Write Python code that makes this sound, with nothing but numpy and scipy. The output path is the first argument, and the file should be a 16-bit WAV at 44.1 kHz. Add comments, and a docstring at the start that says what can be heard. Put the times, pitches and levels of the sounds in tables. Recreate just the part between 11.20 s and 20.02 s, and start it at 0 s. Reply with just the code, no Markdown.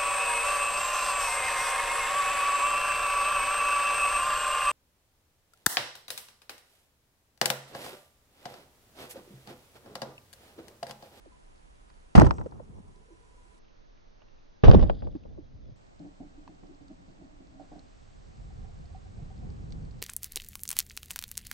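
"""Shallow sea, under water, heard from a stereo microphone in a housing fixed to a speargun.
Shrimp snap over a quiet hiss, then the gun fires at arm's length: the steel shaft rattles out, the
recoil overloads the microphone, shaft and line knock as they settle, and bubbles ring in the wake.
The shot plays again, slower and deeper. Then the line rubs on the gun and water rumbles over the
housing as the diver swims to the fish."""
import sys
import numpy as np
from scipy import signal
from scipy.fft import rfft, irfft
from scipy.io import wavfile
from scipy.ndimage import map_coordinates

SR = 44100
rng = np.random.default_rng(int(sys.argv[2]) if len(sys.argv) > 2 else 0)


def store_wav(level_fs):
    """Save 16-bit WAV to argv[1]."""
    pcm = np.round(np.clip(np.atleast_2d(level_fs), -1, 1) * 32767)
    wavfile.write(sys.argv[1], SR, pcm.T.astype(np.int16))


N = 388857
TIME = np.arange(N) / SR
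SHOT_S = .951
REPLAY_START_S, REPLAY_END_S, REPLAY_SHOT_S, REPLAY_SPEED = 2.39, 4.56, 3.4347, .6
STILL_EDGE_HZ, SWIM_EDGE_HZ, MICROPHONE_EDGE_HZ = 11100, 8600, 11784

# Table levels are relative: each source sets its own gain. Spectra give level per hertz.
# still water all round, alike in both channels and opposed (frequency [Hz], level [dB])
STILL_SPECTRUM = [(12, -35), (20, 2), (49, -4), (90, -18.5), (273, -25), (312, -27.5), (406, -26.5),
                  (635, -30.5), (944, -31), (1080, -33), (5250, -42), (6840, -40.5), (11000, -44),
                  (14300, -72.5), (22000, -120)]
STILL_SIDE_SPECTRUM = [(12, -20.5), (20, -7), (49, -2.5), (108, -26), (184, -15.5), (346, -13.5),
                       (385, -18), (745, -16), (11000, -46.5), (14300, -65), (22000, -120)]
# faint, narrow whine in the background (frequency [Hz], level [dB])
WHINE_SPECTRUM = [(850, -45.5), (940, -17), (985, 0.5), (1020, -6.5), (1130, -42)]
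# open water: its hiss, its opposed part and its low swell (frequency [Hz], level [dB])
HISS_SPECTRUM = [(530, -37), (900, -11), (1110, 0), (1240, -4), (1430, -3.5), (3440, -8.5), (4440, -7.5),
                 (5730, -10), (8130, -11), (8600, -14), (11200, -48), (18900, -120)]
OPEN_SIDE_SPECTRUM = [(12, -38), (20, -19), (49, 1.5), (96, -2.5), (294, -5.5), (352, -8), (663, -10),
                      (2420, -25.5), (4340, -31), (7970, -38), (8600, -42), (11200, -73), (18900, -120)]
SWELL_SPECTRUM = [(12, -17), (20, 6.5), (50, -5.5), (298, -23.5), (406, -23), (479, -29.5), (520, -24),
                  (822, -26), (1000, -33), (1300, -64.5), (2200, -120)]
# snaps of the nearest shrimp (time [s], level [dB])
NEAR_SHRIMP = [(0.7013, -61), (5.277, -57.5), (5.682, -58.5), (6.5925, -53), (7.656, -58), (8.302, -57),
               (8.505, -59), (8.523, -45), (8.7098, -56)]
# small taps on the gun (time [s], level [dB])
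GUN_TAPS = [(.701, -49.5), (5.277, -42.5), (5.434, -52), (6.395, -59)]
# colour of a shrimp's snap and of a tap (frequency [Hz], level [dB])
SHRIMP_SPECTRUM = [(700, -28.5), (1300, -13), (3300, -14), (3900, -4), (4350, 2), (4900, -3.5), (5500, -10),
                   (6300, -11), (7200, -29.5), (8500, -15.5)]
TAP_SPECTRUM = [(620, -35), (780, -1.5), (950, 7), (1150, 2.5), (1500, -6), (2600, -14.5)]
# flow over the housing, following the diver's speed (time [s], level [dB])
FLOW_LEVELS = [(6.8, -58), (7.23, -46), (7.89, -47), (7.95, -43), (8.57, -40.5), (8.8, -44.5)]
# rumble right at the microphone: common part, opposed part, eddies (frequency [Hz], level [dB])
FLOW_SPECTRUM = [(20, 2), (60, 1), (115, -2.5), (165, -14), (330, -27), (490, -26.5), (630, -39.5),
                 (760, -29), (900, -40), (1200, -47.5)]
FLOW_SIDE_SPECTRUM = [(12, -46), (20, -5.5), (48, 6), (163, 5.5), (226, -0.5), (332, -11), (374, -8),
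                      (744, -16), (874, -18), (2500, -33), (3250, -61), (5500, -120)]
EDDY_SPECTRUM = [(100, -11.5), (150, 12), (240, 0), (340, -9), (520, -15.5), (650, -29)]
# loudest bubbles passing the microphone (time [s], level [dB], pitch [Hz])
CLOSE_BUBBLES = [(7.443, -55.5, 768), (7.747, -46.5, 759), (8.104, -54, 764), (8.227, -54.5, 720)]
# tiny bubbles behind the shaft (frequency [Hz], level [dB])
FIZZ_SPECTRUM = [(2500, -3), (4200, -15), (5800, 4), (7000, -5), (8200, 1), (9200, -21)]
# gun resonances under the sliding line (frequency [Hz], half width [Hz], level [dB])
GUN_MODES = [(186, 22, 1), (277, 19, 7.5), (640, 15, -7), (754, 6.1, -5)]
# jerks of the line (time [s], low resonance level [dB], upper resonance level [dB])
LINE_JERKS = [(4.798, -38.5, -50.5), (4.845, -38.5, -52), (5.001, -37, -50), (5.177, -49, -68),
              (5.291, -46.5, -58), (5.428, -45, -54.5), (5.492, -42, -68), (5.607, -47.5, -57.5),
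              (5.879, -47, -65), (6.013, -45, -60), (6.201, -46.5, -60), (6.397, -46, -45),
              (6.516, -45, -45), (6.556, -46, -49.5)]
# low and upper resonances of a jerk (frequency [Hz], level [dB])
JERK_LOW_SPECTRUM = [(110, -18.5), (175, -2.5), (225, -14.5), (290, 4), (340, -7), (400, -15), (500, -36.5)]
JERK_HIGH_SPECTRUM = [(280, -45), (480, -3), (512, -40), (549, -6.5), (712, -3), (755, -1.5), (914, -19.5),
                      (1200, -36), (1560, -28), (2640, -120)]
# the line snapping taut and flicking (time [s], crack level [dB], body level [dB])
LINE_SNAPS = [(1.1082, -22.5, -25), (1.183, -46, -35), (1.2121, -48.5, -37), (1.262, -51.5, -44.5),
              (1.321, -74, -45.5), (1.396, -70, -48.5)]
# knocks along shaft and line (time [s], level [dB], first pitch [Hz], last pitch [Hz], time scale [s])
SHAFT_KNOCKS = [(.058, -45, 656, 311, 0.0089), (.951, -9.5, 254, 152, 0.0017),
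                (.954, -19, 865, 650, 0.0045), (0.999, -10.5, 191, 135, 0.0061),
                (1.011, -18.5, 794.6, 665, 0.0013), (1.018, -9.5, 643.5, 219, 0.0078),
                (1.041, -25, 893, 215, .0048), (1.1087, -14, 1060, 980, 0.00082),
                (1.26, -26, 610, 437, 0.0046), (1.4, -37, 666, 477, 0.006), (1.494, -41, 230, 139, .0048),
                (1.596, -43, 300, 159, 0.0062), (1.901, -46, 437, 320, 0.014)]
# water shoved by the bands and the gun (time [s], level [dB], time scale [s])
WATER_SHOVES = [(0.9748, -7, 0.0021), (0.9983, -14.5, 0.00098), (1.0329, -8, 0.0015), (1.069, -16.5, 0.003)]
# churning wake just ahead of the microphone (frequency [Hz], level [dB])
WAKE_SPECTRUM = [(25, -8), (60, 4.5), (115, 1.5), (180, -3), (290, -11.5), (400, -10.5), (600, -21),
                 (950, -20.5), (1250, -29.5), (1900, -50)]
# shaft and bands striking the gun (time [s], crack level [dB], body level [dB], crack decay [s])
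GUN_BLOWS = [(0.9518, -27, -15, 0.0048), (0.955, -25.5, -22, 0.0058), (0.9786, -33.5, -12, .0065),
             (.988, -33.5, -21.5, .0027), (.998, -22.5, -12, 0.002), (1.0105, -37.5, -19.5, .004),
             (1.0168, -28, -10, 0.0026), (1.047, -40.5, -23.5, 0.0014), (1.0653, -38, -26.5, .0035),
             (1.071, -45.5, -32, 0.005)]
# a blow from close up: the crack, the gun's body, the steel shaft (frequency [Hz], level [dB])
CRACK_SPECTRUM = [(1060, -25.5), (1800, 2.5), (2010, 0.5), (2140, -4), (3200, -8), (3450, -13),
                  (4860, -10.5), (7500, -31.5), (9330, -40), (11500, -42), (15000, -77.5), (22000, -120)]
BODY_SPECTRUM = [(300, 7), (500, -8), (700, -1.5), (950, 3), (1150, -12), (1400, -6.5), (1650, -17.5),
                 (1900, -14), (2300, -46.5)]
STEEL_SPECTRUM = [(4400, -15), (5050, -0.5), (5500, -6), (6000, 3.5), (7000, -8), (8100, -5.5),
                  (8800, -8.5), (9600, -9), (10600, -16.5), (11400, -31)]


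def amp(db):
    """Decibels to gain."""
    return 10 ** (np.asarray(db) / 20)


def noise(spectrum):
    """Noise of rms 1 with the given spectrum, falling steeply past its ends."""
    hz, db = np.transpose(spectrum)
    octave, known = np.log2(np.fft.rfftfreq(N, 1 / SR) + 1), np.log2(hz + 1)
    outside = np.maximum(known[0] - octave, 0) + np.maximum(octave - known[-1], 0)
    colour = amp(np.interp(octave, known, db) - 33 * outside)
    x = irfft(rfft(rng.standard_normal(N)) * colour, N)
    return x / x.std()


def stereo(common, opposed):
    """Pressure reaches both capsules alike; shaking of the housing moves them in opposition."""
    return np.array([common + opposed, common - opposed])


def stereo_noise(spectrum, side_db):
    """Coloured noise with its opposed part side_db above the common part."""
    return stereo(noise(spectrum), amp(side_db) * noise(spectrum))


def bursts(starts, dbs, decay_s, rise_s):
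    """Envelope of blows that rise quickly and die away; their powers add."""
    power = np.zeros(N)
    for start, db, decay in np.broadcast(starts, dbs, decay_s):
        at = slice(int(start * SR), int(start * SR) + SR // 2)
        age = np.maximum(TIME[at] - start, 0)
        power[at] += (amp(db) * (1 - np.exp(-age / rise_s)) * np.exp(-age / decay)) ** 2
    return np.sqrt(power)


def envelope(start_s, db, attack_s, hold_s, fade_db_per_s, slope_db_per_s=0):
    """Gain that rises, holds with a slope, then fades."""
    age = np.maximum(TIME - start_s, 0)
    held, released = np.minimum(age, hold_s), np.maximum(age - hold_s, 0)
    level_db = db + slope_db_per_s * held - fade_db_per_s * released
    return np.minimum(age / attack_s, 1) * amp(np.maximum(level_db, -200))


def flutter(per_s, depth_db):
    """Random swelling and sinking of a gain, with mean power 1."""
    knots = np.arange(0, TIME[-1] + 1, 1 / per_s)
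    gain = amp(depth_db * np.interp(TIME, knots, rng.standard_normal(N)[:len(knots)]))
    return gain / np.sqrt(np.mean(gain ** 2))


def scattered(start_s, length_s, count):
    """Random moments, one in each equal part of a stretch of time."""
    return start_s + length_s * (np.arange(count) + rng.random(count)) / count


def lowpass(x, hz):
    """Steep band limit on both channels."""
    return signal.oaconvolve(x, signal.firwin(401, hz, window=("kaiser", 8), fs=SR)[None], "same")


def still_water():
    """Quiet sea all round, dipping after the shot; a faint whine chirps once and slowly grows."""
    sea = stereo(amp(-57) * noise(STILL_SPECTRUM), amp(-60) * noise(STILL_SIDE_SPECTRUM))
    dip = amp(np.interp(TIME - SHOT_S, [0, .2, 1.45], [0, -3.5, 0]))
    whine = amp(-93.5 + 9.5 * np.minimum(TIME, REPLAY_START_S))
    chirp = bursts(.111, -56, decay_s=.022, rise_s=.015)
    return sea * dip + (whine + chirp) * noise(WHINE_SPECTRUM)


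def open_water(step_s=6.4, step_db=3):
    """Low swell of the open sea, under a hiss that steps up once."""
    hiss = amp(-72 + step_db * (TIME > step_s)) * noise(HISS_SPECTRUM)
    swell = amp(-56) * noise(SWELL_SPECTRUM)
    return stereo(hiss + swell, amp(-57.5) * noise(OPEN_SIDE_SPECTRUM))


def shrimp_and_taps(far_count=110):
    """Shrimp snap among the rocks, many far off and a few near; small things tap the gun."""
    near = bursts(*np.transpose(NEAR_SHRIMP), decay_s=.003, rise_s=.00027)
    when, nearness = rng.random((far_count, 2)).T
    far = bursts(when * TIME[-1], -71 + 10 * nearness ** 2, decay_s=.0022, rise_s=.00018)
    tap_gain = bursts(*np.transpose(GUN_TAPS), decay_s=.0027, rise_s=.00033)
    taps = tap_gain * stereo_noise(TAP_SPECTRUM, side_db=-7)
    return (near + far) * stereo_noise(SHRIMP_SPECTRUM, side_db=-7) + taps


def housing_flow():
    """Water rumbles right on the microphone housing; eddies stand out as the diver gathers speed."""
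    fade_in = np.interp(TIME, [6.3, 7.0], [0, 1])
    flow = fade_in * amp(np.interp(TIME, *np.transpose(FLOW_LEVELS)))
    rumble = stereo(noise(FLOW_SPECTRUM), amp(-5.5) * noise(FLOW_SIDE_SPECTRUM))
    eddies = amp(-8) * flow / flow.max() * stereo_noise(EDDY_SPECTRUM, side_db=-8)
    return flow * flutter(25, depth_db=2) * (rumble + eddies)


def bubble_rings(rows, rise_s=.0025, decay_s=.013):
    """Each bubble (time [s], relative level [dB], pitch [Hz]) rings at the pitch its size sets."""
    rings = np.zeros(N)
    for start, db, hz in rows:
        at = slice(int(start * SR), int(start * SR) + SR // 5)
        age = np.maximum(TIME[at] - start, 0)
        shape = (1 - np.exp(-age / rise_s)) * np.exp(-age / decay_s)
        rings[at] += amp(db) * shape * np.sin(2 * np.pi * hz * age)
    return amp(5.5) * stereo(rings, -.3 * rings)


def passing_bubbles(count=9, pitch_hz=740, spread=.079):
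    """A few distinct bubbles and a softer, second-long trickle slip close past the microphone."""
    when, softness, size = rng.random((count, 3)).T
    pitches = pitch_hz * (1 - spread * (2 * size - 1))
    trickle = zip(7.1 + when, -56.5 - 7 * softness, pitches)
    return bubble_rings([*CLOSE_BUBBLES, *trickle])


def fizz(count=500, rise_s=.002, decay_s=.009):
    """Tiny bubbles behind the shaft: a hissing flush, then a faint cloud of separate rings."""
    rings, age = np.zeros(N), np.arange(SR // 20) / SR
    shape = np.exp(-age / decay_s) * (1 - np.exp(-age / rise_s))
    for when, pitch, softness in rng.random((count, 3)):
        start, hz = int((1 + 1.4 * when) * SR), 2500 + 6700 * pitch
        gain = amp(np.interp(hz, *np.transpose(FIZZ_SPECTRUM)) - 5.2 * softness)
        rings[start:start + len(age)] += gain * shape * np.sin(2 * np.pi * hz * age)
    cloud = amp(-83) * rings / rings[SR:2 * SR].std()
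    flush = envelope(.93, -67, attack_s=.02, hold_s=.24, fade_db_per_s=182)
    swarm = cloud + flush * flutter(200, depth_db=7) * noise(FIZZ_SPECTRUM)
    return stereo(swarm, .15 * swarm)


def gurgle(count=28, start_s=1.7, fade_db_per_s=8, pitch_hz=416, spread_octaves=.59):
    """The larger bubbles of the cloud break up more and more softly."""
    age = scattered(0, length_s=.99, count=count)
    softness, size = rng.random((count, 2)).T
    levels = -57 - fade_db_per_s * age - 8 * softness
    pitches = pitch_hz * 2 ** (spread_octaves * (.5 - size))
    return bubble_rings(zip(start_s + age, levels, pitches))


def line_drag():
    """Friction of the sliding line keeps the gun's resonances murmuring, louder as it tightens."""
    bins_hz = np.fft.rfftfreq(N, 1 / SR)
    response = sum(amp(db) / (1 + ((bins_hz - hz) / width) ** 2) for hz, width, db in GUN_MODES)
    common, opposed = irfft(rfft(rng.standard_normal((2, N))) * response, N)
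    pull = envelope(4.78, -64.5, attack_s=.034, hold_s=1.84, fade_db_per_s=140, slope_db_per_s=6)
    return pull * flutter(28, depth_db=7.5) * stereo(common, amp(-21) * opposed) / common.std()


def line_rubs(decay_s=.031):
    """Close by, the line drags in short, rough jerks that sound two resonances of the gun."""
    starts, low_db, high_db = np.transpose(LINE_JERKS)
    low = bursts(starts, low_db, decay_s, rise_s=.0034) * stereo_noise(JERK_LOW_SPECTRUM, side_db=-5)
    high = bursts(starts, high_db, decay_s, rise_s=.00093) * stereo_noise(JERK_HIGH_SPECTRUM, side_db=-5)
    return (amp(-2.5) * low + amp(-4.5) * high) * flutter(150, depth_db=.5)


def line_snaps():
    """The line jerks tight with a dry click, then flicks more and more softly."""
    starts, crack_db, body_db = np.transpose(LINE_SNAPS)
    crack = amp(-3) * bursts(starts, crack_db, decay_s=.0016, rise_s=.0002)
    body = bursts(starts, body_db, decay_s=.00584, rise_s=.0018)
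    return crack * stereo_noise(CRACK_SPECTRUM, side_db=-2) + body * stereo_noise(BODY_SPECTRUM, side_db=6)


def shaft_knocks(surface_delay_s=.0023, surface_gain=.25):
    """Bending waves carry high tones fastest, so each knock falls in pitch, wobbling with the chatter."""
    direct = np.zeros((2, N))
    chatter, wobble = flutter(500, depth_db=2.8), flutter(600, depth_db=1.1)
    for start, db, first_hz, last_hz, scale_s in SHAFT_KNOCKS:
        at = slice(int(start * SR), int(start * SR) + SR // 5)
        progress = np.maximum(TIME[at] - start, 0) / scale_s
        hz = (last_hz + (first_hz - last_hz) * np.exp(-progress)) * wobble[at]
        shape = np.sqrt(progress) * np.exp(-progress ** 2 / 5)
        tone = amp(db) * shape * chatter[at] * np.exp(2j * np.pi * np.cumsum(hz) / SR)
        # the housing shakes less once the shaft is gone
        side_db = np.interp(abs(start - SHOT_S), [0, .35], [2, -4])
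        direct[:, at] += stereo(tone.imag, amp(side_db) * tone.real)
    # the surface overhead mirrors the sound upside down
    echo = -surface_gain * np.roll(direct, int(surface_delay_s * SR), axis=1)
    return amp(-3) * (direct + echo)


def recoil(kick_s=.9782, length_s=.0155, shake_hz=185, shake_db=6):
    """The kick shakes the microphone housing; the bands shove water aside and leave a churning wake."""
    age = TIME - kick_s
    progress = np.clip(age / length_s, 0, 1)
    shake = amp(shake_db) * np.sin(np.pi * progress) * np.sin(2 * np.pi * shake_hz * age)
    push = np.zeros(N)
    for centre, db, scale_s in WATER_SHOVES:
        u = (TIME - centre) / (2 * scale_s)
        push += amp(db) * (1 - 2 * u ** 2) * np.exp(-np.minimum(u ** 2, 50))  # suction either side
    churn = envelope(SHOT_S, -19.5, attack_s=.003, hold_s=.13, fade_db_per_s=261, slope_db_per_s=-30)
    swirl = envelope(SHOT_S, -34.5, attack_s=.05, hold_s=0, fade_db_per_s=33.5)
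    wake = np.hypot(churn * flutter(70, depth_db=3.5), swirl * flutter(39, depth_db=4))
    return stereo(push, shake) + wake * stereo_noise(WAKE_SPECTRUM, side_db=2.5)


def shaft_rattle(rise_s=.0003, chatter_fade_db_per_s=84.5):
    """At arm's length the shaft slides and chatters out; each blow cracks and rings steel and gun."""
    starts, crack_db, body_db, decay_s = np.transpose(GUN_BLOWS)
    slide = envelope(SHOT_S, -37.5, attack_s=.003, hold_s=.032, fade_db_per_s=220)
    chatter_times = scattered(SHOT_S, length_s=.11, count=16)
    chatter_db = -38.5 - chatter_fade_db_per_s * (chatter_times - SHOT_S)
    chatter = bursts(chatter_times, chatter_db, decay_s=.0028, rise_s=rise_s)
    blows = np.hypot(bursts(starts, crack_db, decay_s, rise_s), chatter)
    crack = amp(-2) * np.hypot(blows, slide) * stereo_noise(CRACK_SPECTRUM, side_db=.5)
    # the steel rings less as the shaft leaves the gun
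    leaving = envelope(SHOT_S, -6, attack_s=.011, hold_s=.028, fade_db_per_s=46)
    steel = leaving * np.hypot(blows, amp(-1) * chatter) * stereo_noise(STEEL_SPECTRUM, side_db=-6.5)
    thuds = bursts(starts, body_db, 1.2 * decay_s, rise_s)
    scrape = amp(8) * np.hypot(slide, chatter)
    body = amp(.5) * np.hypot(thuds, scrape) * stereo_noise(BODY_SPECTRUM, side_db=1.5)
    grit = flutter(1500, depth_db=2.5)
    return (crack + steel) * grit + body


def scene():
    """From the gun: the shot in still water, then the swim to the fish, both leaning slightly right."""
    ticks = shrimp_and_taps()
    background = lowpass(still_water() + ticks + fizz(), STILL_EDGE_HZ) * amp([[-.6], [.6]])
    shot = shaft_rattle() + line_snaps() + shaft_knocks() + recoil() + gurgle() + background
    swim = open_water() + housing_flow() + line_rubs() + line_drag() + passing_bubbles() + ticks
    swim = lowpass(swim, SWIM_EDGE_HZ) * amp([[-.7], [.7]])
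    return np.where(TIME < REPLAY_END_S, shot * amp([[-.3], [.3]]), swim)


def record(dry):
    """The band-limited microphone overloads this close to the gun; the shot replays slower and deeper."""
    overloaded = dry / (1 + dry ** 6) ** (1 / 6)
    live = lowpass(overloaded, MICROPHONE_EDGE_HZ)
    read_at = (SHOT_S + (TIME - REPLAY_SHOT_S) * REPLAY_SPEED) * SR
    slow = np.array([map_coordinates(channel, [read_at], order=3) for channel in live])
    replaying = (TIME >= REPLAY_START_S) & (TIME < REPLAY_END_S)
    return lowpass(np.where(replaying, slow, live), MICROPHONE_EDGE_HZ)


dry = scene()
out = record(dry)
store_wav(out)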